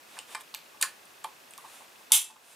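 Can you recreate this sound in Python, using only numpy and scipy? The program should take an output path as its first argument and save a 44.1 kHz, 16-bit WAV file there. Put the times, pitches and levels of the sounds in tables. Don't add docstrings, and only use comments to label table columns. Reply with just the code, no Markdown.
import sys
import numpy as np
from scipy import signal
from scipy.fft import rfft, irfft, next_fast_len
from scipy.io import wavfile
from scipy.ndimage import uniform_filter1d

SR = 44100
rng = np.random.default_rng(int(sys.argv[2]) if len(sys.argv) > 2 else 0)


def ratio(d):
    e = np.asarray(d, float) / 20
    return 10 ** e


def store_pcm(level_fs):
    pcm = np.round(np.clip(level_fs, -1, 1) * 32767).astype(np.int16)
    wavfile.write(sys.argv[1], SR, np.atleast_2d(pcm).T)


N = 112454
SNAP_S = 2.1196


def unit(x):
    return x / np.sqrt(np.mean(x ** 2) + 1e-20)


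def along(points, hz):
    f, v = np.transpose(points)
    return np.interp(np.log(hz + 1), np.log(f + 1), v)


def filtered(x, response):
    size = next_fast_len(x.shape[-1] + 4096)
    spectrum = rfft(x, size) * response(np.fft.rfftfreq(size, 1 / SR))
    return irfft(spectrum, size)[..., :x.shape[-1]]


def peaks(rows):
    def response(f):
        total = 0
        for k, (hz, width_hz, db) in enumerate(rows):
            resonance = 1j * f * width_hz / (hz * hz - f * f + 1j * f * width_hz)
            total = total + (-1) ** k * ratio(db) * resonance
        return total
    return response


def pair(size, alike):
    def mid_side_gains(hz):
        angle = np.arccos(np.clip(along(alike, hz), -1, 1)) / 2
        return np.array([np.cos(angle), np.sin(angle)])
    mid, side = filtered(rng.standard_normal((2, size)), mid_side_gains)
    return np.array([mid + side, mid - side])


def dying(noise, t60, hold_s):
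    hz, t, z = signal.stft(noise, SR, nperseg=128)
    fall_db = -60 * np.maximum(t - hold_s, 0) / along(t60, hz)[:, None]
    return signal.istft(z * ratio(fall_db), SR, nperseg=128)[1][:, :noise.shape[1]]


def add(track, s, x):
    part = track[..., round(s * SR):][..., :x.shape[-1]]
    part += x[..., :part.shape[-1]]


# (frequency [Hz], density [dB per Hz])
AIR = [(15, -58), (25, -27), (249, -3), (659, 1), (1160, 0.5), (1400, -0.5), (2840, -4), (3080, -5),
       (16000, -14)]
# (frequency [Hz], left-right likeness [0-1])
AIR_ALIKE = [(30, .5), (80, 1), (180, 0.75), (350, 0.53), (700, 0.061), (1650, 0.057), (5000, 0.68),
             (15000, 1)]
AIR_DB = -54
DUCK_DB, DUCK_HOLD_S, DUCK_BACK_S = -4.5, 0.72, 0.6


def air():
    t = np.arange(N) / SR - SNAP_S
    duck_times_s = [0, .02, DUCK_HOLD_S, DUCK_HOLD_S + DUCK_BACK_S]
    duck_db = np.interp(t, duck_times_s, [0, DUCK_DB, DUCK_DB, 0])
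    hiss = unit(filtered(pair(N, AIR_ALIKE), lambda hz: ratio(along(AIR, hz))))
    return ratio(duck_db) * (ratio(AIR_DB) * hiss + drum())


# (frequency [Hz], width [Hz], level [dB])
DRUM = [(1610, 70, -4), (2563, 44, 3), (2817, 35, 0.5), (3430, 173, -7)]
DRUM_RATE_HZ, DRUM_START_S, DRUM_DB = 27, 0.031, -50


def drum():
    s = np.arange(DRUM_START_S, N / SR, 1 / DRUM_RATE_HZ)
    blows = np.zeros(N)
    blows[np.round(s * SR).astype(int)] = ratio(0.5 * rng.standard_normal(len(s)))
    x = filtered(blows, peaks(DRUM))
    return ratio(DRUM_DB) * x / np.abs(x).max()


# (start [s], length [s], level [dB], brightness [dB])
STROKES = [
    (0.048, 0.21, -50.5, -5.5),
    (0.26, 0.11, -48, -3),
    (0.395, 0.032, -53, 3),
    (1.524, 0.37, -54, -1),
    (1.93, 0.13, -70, 5),
    (2.387, 0.23, -58.5, 1.5),
]
# (frequency [Hz], width [Hz], level [dB])
SLIDE = [(900, 960, 2), (2700, 660, 2), (3700, 680, -1.5)]
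# (frequency [Hz], width [Hz], level [dB])
SLIDE_TOP = [(5400, 3900, -9.5), (9000, 2100, 1), (11000, 2800, -3.5)]
# (frequency [Hz], left-right likeness [0-1])
TAIL_ALIKE = [(60, 0.43), (240, 0.96), (950, 0.89), (3770, 0.77), (15000, 0.94)]
STROKE_PEAK = 0.62


def strokes():
    t = np.arange(N) / SR
    grain = ratio(0.52 * unit(uniform_filter1d(rng.standard_normal(N), 90)))
    friction = pair(N, TAIL_ALIKE) * grain
    low = unit(filtered(friction, peaks(SLIDE)))
    high = unit(filtered(friction, peaks(SLIDE_TOP)))
    out = np.zeros((2, N))
    for s, length_s, db, bright_db in STROKES:
        swell = np.interp(t, [s, s + STROKE_PEAK * length_s, s + length_s], [0, 1, 0])
        out += ratio(db) * swell * (low + ratio(bright_db) * high)
    return out


# (frequency [Hz], t60 [s])
ROOM = [(600, 0.21), (2500, 0.25), (8000, 0.17), (15000, 0.19)]
ROOM_DB, ROOM_DELAY_S = -7, .003


def room(x):
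    tail = dying(pair(SR // 2, TAIL_ALIKE), ROOM, 0)
    tail = tail / np.linalg.norm(tail[0])
    delayed = np.pad(x, (round(ROOM_DELAY_S * SR), 0))
    out = ratio(ROOM_DB) * signal.fftconvolve(delayed[None], tail, axes=1)
    add(out, 0, x[None])
    return out


# (time [s], peak [dB], centre [Hz], softness [s])
KNOCKS = [(.169, -31, 1620, 0.0028), (.177, -27, 900, 0.008), (.3488, -26.5, 1730, 0.0004),
          (.3489, -30.5, 2300, 0.00024), (.349, -26.5, 1070, 0.00051), (.357, -39, 760, 0.00083),
          (.365, -48, 1020, .0015), (.377, -39, 1040, 0.0019), (.540, -36.5, 980, 0.001),
          (.549, -35.5, 2270, .001), (.556, -36, 2290, 0.001), (0.743, -42, 1000, 0.0032),
          (.808, -29, 1180, 0.0046), (.826, -26, 1930, 0.00065), (.830, -20.5, 1680, 0.00036),
          (.834, -22.5, 1470, 0.00076), (.848, -25.5, 1400, 0.003), (.829, -34, 656, 0.0011),
          (1.2443, -28, 1000, 0.0004), (1.247, -25, 790, 0.0015), (1.246, -42, 375, .003),
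          (1.241, -41, 1700, .001), (.83, -36.5, 375, .003), (1.245, -37, 2380, 0.0008),
          (1.271, -50, 1150, 0.0023), (1.582, -37.5, 1170, 0.0013), (1.64, -35, 900, 0.0033),
          (1.646, -35, 960, 0.001), (1.805, -42, 900, 0.0021), (1.816, -43, 900, 0.0022),
          (2.009, -47, 1080, 0.0011), (2.105, -37.5, 830, 0.0011), (2.112, -30.5, 900, 0.0027),
          (2.122, -29, 1020, 0.0046), (2.298, -42, 900, 0.0035), (2.308, -44, 900, 0.0021),
          (2.360, -45.5, 1140, 0.0012)]
# (frequency [Hz], level [dB], t60 [s])
STOCK = [(375, -7, 0.08), (550, -3.5, 0.072), (760, -6, 0.049), (868, 0, 0.054), (1059.5, 3.5, 0.031),
         (1180, -0.5, 0.033), (1507, -6, 0.041), (1730, 9, 0.011), (2094, -6, 0.033), (2380, 2.5, 0.029),
         (3120, 0.5, 0.03)]
KNOCK_DB, KNOCK_FALL_DB = -3.5, 30


def knocks():
    out = np.zeros((2, N))
    t = np.arange(SR // 6) / SR
    for s, db, centre_hz, soft_s in KNOCKS:
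        x = np.zeros(len(t))
        for hz, level_db, t60_s in STOCK:
            chance_db, phase = rng.standard_normal(2)
            off_centre_db = KNOCK_FALL_DB * np.log2(hz / centre_hz) ** 2
            envelope = ratio(level_db + chance_db - off_centre_db - 60 * t / t60_s)
            x += envelope * np.sin(2 * np.pi * hz * t + phase)
        push = 1 - np.exp(-t / soft_s)
        add(out, s, room(ratio(db + KNOCK_DB) * x * push))
    return out


TICK_T60_S, TICK_DB, TICK_TOP_HZ = .0035, -5.5, 13100
TICK_Q, HIGH_SHARPER, TICK_WIDE_DB = 2.08, 1.37, -18.5


def burst(length_s, edge_db):
    t = np.arange(SR // 20) / SR
    rise = np.minimum(3 * t / length_s, 1)
    fall = ratio(-60 * np.maximum(t - length_s, 0) / TICK_T60_S)
    return rng.standard_normal(len(t)) * rise * fall + ratio(edge_db) * (t == 0)


def edges(table, length_s, edge_db):
    out = np.zeros((2, N))
    for s, db, low_hz, high_hz, high_db in table:
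        low = peaks([(low_hz, low_hz / TICK_Q, 0)])
        high = peaks([(high_hz, high_hz / TICK_Q / HIGH_SHARPER, high_db / 2)])
        wide = peaks([(8000, 12000, TICK_WIDE_DB + high_db / 2)])

        def response(f):
            top_cut = 1 + 1j * (f / TICK_TOP_HZ) ** 3
            return (low(f) ** 2 + high(f) ** 2 + wide(f)) / top_cut
        x = filtered(burst(length_s, edge_db), response)
        x = x / np.linalg.norm(x) * np.sqrt(length_s * SR)
        add(out, s, room(ratio(db + TICK_DB) * x))
    return out


# (time [s], peak [dB], low centre [Hz], high centre [Hz], high over low [dB])
TICKS = [(.1897, -24, 3000, 8870, -3.5), (.1890, -28, 4950, 6650, -1.5), (.3487, -27, 5330, 7550, -3.5),
         (.3489, -34, 3400, 10000, 0), (.3533, -26.5, 3860, 8100, 0), (.5470, -23, 3700, 12500, -5),
         (.5478, -25.5, 4200, 6600, 2.5), (.5480, -36, 2600, 13200, -5), (.8263, -12, 4040, 7300, 7.5),
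         (.8270, -16, 2460, 13600, -3), (.8274, -14.5, 4600, 9600, 2.5), (.8254, -19.5, 6100, 11000, -2),
         (.8305, -21, 4050, 6500, 1), (.8322, -23, 4960, 8500, -6), (1.0544, -44, 4470, 9400, 19),
         (1.2443, -28, 3370, 9000, -5), (1.2448, -29.5, 3770, 10500, -4), (1.5087, -36.5, 3480, 9450, 23),
         (1.5367, -34, 2800, 8300, -4), (1.5784, -34.5, 6040, 11500, 2), (1.5787, -34, 4000, 9300, 6),
         (2.1286, -19, 3600, 14800, 3), (2.1378, -20, 3700, 10450, -3), (2.1653, -14.5, 3640, 10000, 4),
         (2.307, -44.5, 4200, 8000, -4)]


def ticks():
    return edges(TICKS, length_s=0.001, edge_db=17)


# (time [s], peak [dB], low
# centre [Hz], high centre [Hz], high over low [dB])
SCRAPES = [(.408, -39, 3350, 10900, -2), (.5405, -30, 4000, 8500, -12), (.8121, -20, 4070, 7750, 5),
           (.8134, -19.5, 11400, 9300, 11), (.8165, -26.5, 3700, 8000, -6), (.8218, -23, 4360, 9100, 6),
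           (.8243, -13, 4180, 9000, 6), (1.2403, -36, 1750, 8000, 3), (2.104, -48, 3550, 8500, -1),
           (2.111, -43, 3700, 9000, -3), (2.1175, -40, 12000, 10040, 3), (2.1445, -15, 3320, 7500, -8),
           (2.149, -20, 3250, 7500, 0)]


def scrapes():
    return edges(SCRAPES, length_s=0.0022, edge_db=2)


# (frequency [Hz], width [Hz], level [dB])
CATCH = [(3000, 620, -4), (3700, 380, 2), (4690, 630, -5.5), (6100, 500, -2), (7530, 280, 4),
         (9300, 780, -9), (11700, 450, 1), (12000, 260, -1), (13400, 380, -2), (14800, 400, -7)]
# (frequency [Hz], width [Hz], level [dB])
REBOUND = [(6100, 470, -4.5), (8870, 250, -2), (10240, 420, 4), (14500, 450, -12)]
SNAP_DB = -4
REBOUND_S, REBOUND_DB, REBOUND_PUSH_S = .0011, -1.5, .0006


def catch():
    out = np.zeros((2, N))
    t = np.arange(SR // 2) / SR
    impulse = 1. * (t == 0)
    crack = filtered(impulse, peaks(CATCH))
    again = filtered(impulse, peaks(REBOUND)) * (1 - np.exp(-t / REBOUND_PUSH_S))
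    add(out, SNAP_S, ratio(SNAP_DB) * crack[None] / np.abs(crack).max())
    add(out, SNAP_S + REBOUND_S, ratio(REBOUND_DB) * again[None] / np.abs(again).max())
    rise = np.minimum(t / .004, 1)
    add(out, SNAP_S, rise * rattle(len(t)))
    add(out, SNAP_S, rise * wires(t)[None])
    return out


# (frequency [Hz], density [dB per Hz])
RATTLE = [(350, -68), (600, -33), (868, -14.5), (1740, -18), (2110, -13.5), (3270, 0), (4310, -11.5),
          (10200, 1.5), (15800, -16.5)]
# (frequency [Hz], width [Hz], level [dB])
SPRING = [(3320, 54, -2.5), (3700, 230, -3.5), (6080, 180, -3), (7160, 56, -1), (7490, 43, 6),
          (8890, 26, 8), (8900, 65, 0), (9860, 49, 5.5), (10900, 27, 5), (11600, 380, -6), (13230, 95, -2),
          (14930, 150, -5)]
# (frequency [Hz], t60 [s])
RATTLE_T60 = [(800, 0.32), (2500, 0.26), (8000, 0.25), (15000, 0.18)]
RATTLE_DB, RATTLE_HOLD_S, RING_DB, SPIKE_DB = -20, 0.035, -3, 0


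def rattle(size):
    spikes = ratio(SPIKE_DB * unit(uniform_filter1d(rng.standard_normal(size), 30)))
    pellets = unit(filtered(pair(size, TAIL_ALIKE) * spikes, lambda hz: ratio(along(RATTLE, hz))))
    spring = unit(filtered(pair(size, TAIL_ALIKE), peaks(SPRING)))
    return ratio(RATTLE_DB) * dying(pellets + ratio(RING_DB) * spring, RATTLE_T60, RATTLE_HOLD_S)


# (frequency [Hz], level [dB], t60 [s])
WIRES = [(2632, -42, 0.65), (2165, -34, 0.26), (868, -40, 0.29), (7496, -31, 0.19), (9300, -25, .22),
         (10730, -28, .25), (8740, -32, .22)]
WIRES_HELD_S = 0.19


def wires(t):
    ring = sum(ratio(db - 60 * t / t60_s) * np.sin(2 * np.pi * hz * t) for hz, db, t60_s in WIRES)
    return ratio(-400 * np.maximum(t - WIRES_HELD_S, 0)) * ring


STOCK_LOW_HZ, LEFT_DB = 280, 0.45


def scene():
    floor = air()
    hands = strokes() + knocks() + ticks() + scrapes() + catch()
    hands = filtered(hands, lambda f: (1j * f / (STOCK_LOW_HZ + 1j * f)) ** 2)
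    return hands * ratio(np.array([[-LEFT_DB], [LEFT_DB]])) + floor


def low_pass(x):
    return signal.sosfilt(signal.butter(12, 16800, fs=SR, output="sos"), x)


TOP_HZ = 15530


def record(dry):
    mix = filtered(dry, lambda hz: 1 / (1 + (hz / TOP_HZ) ** 80))
    return low_pass(mix)


dry = scene()
out = record(dry)
store_pcm(out)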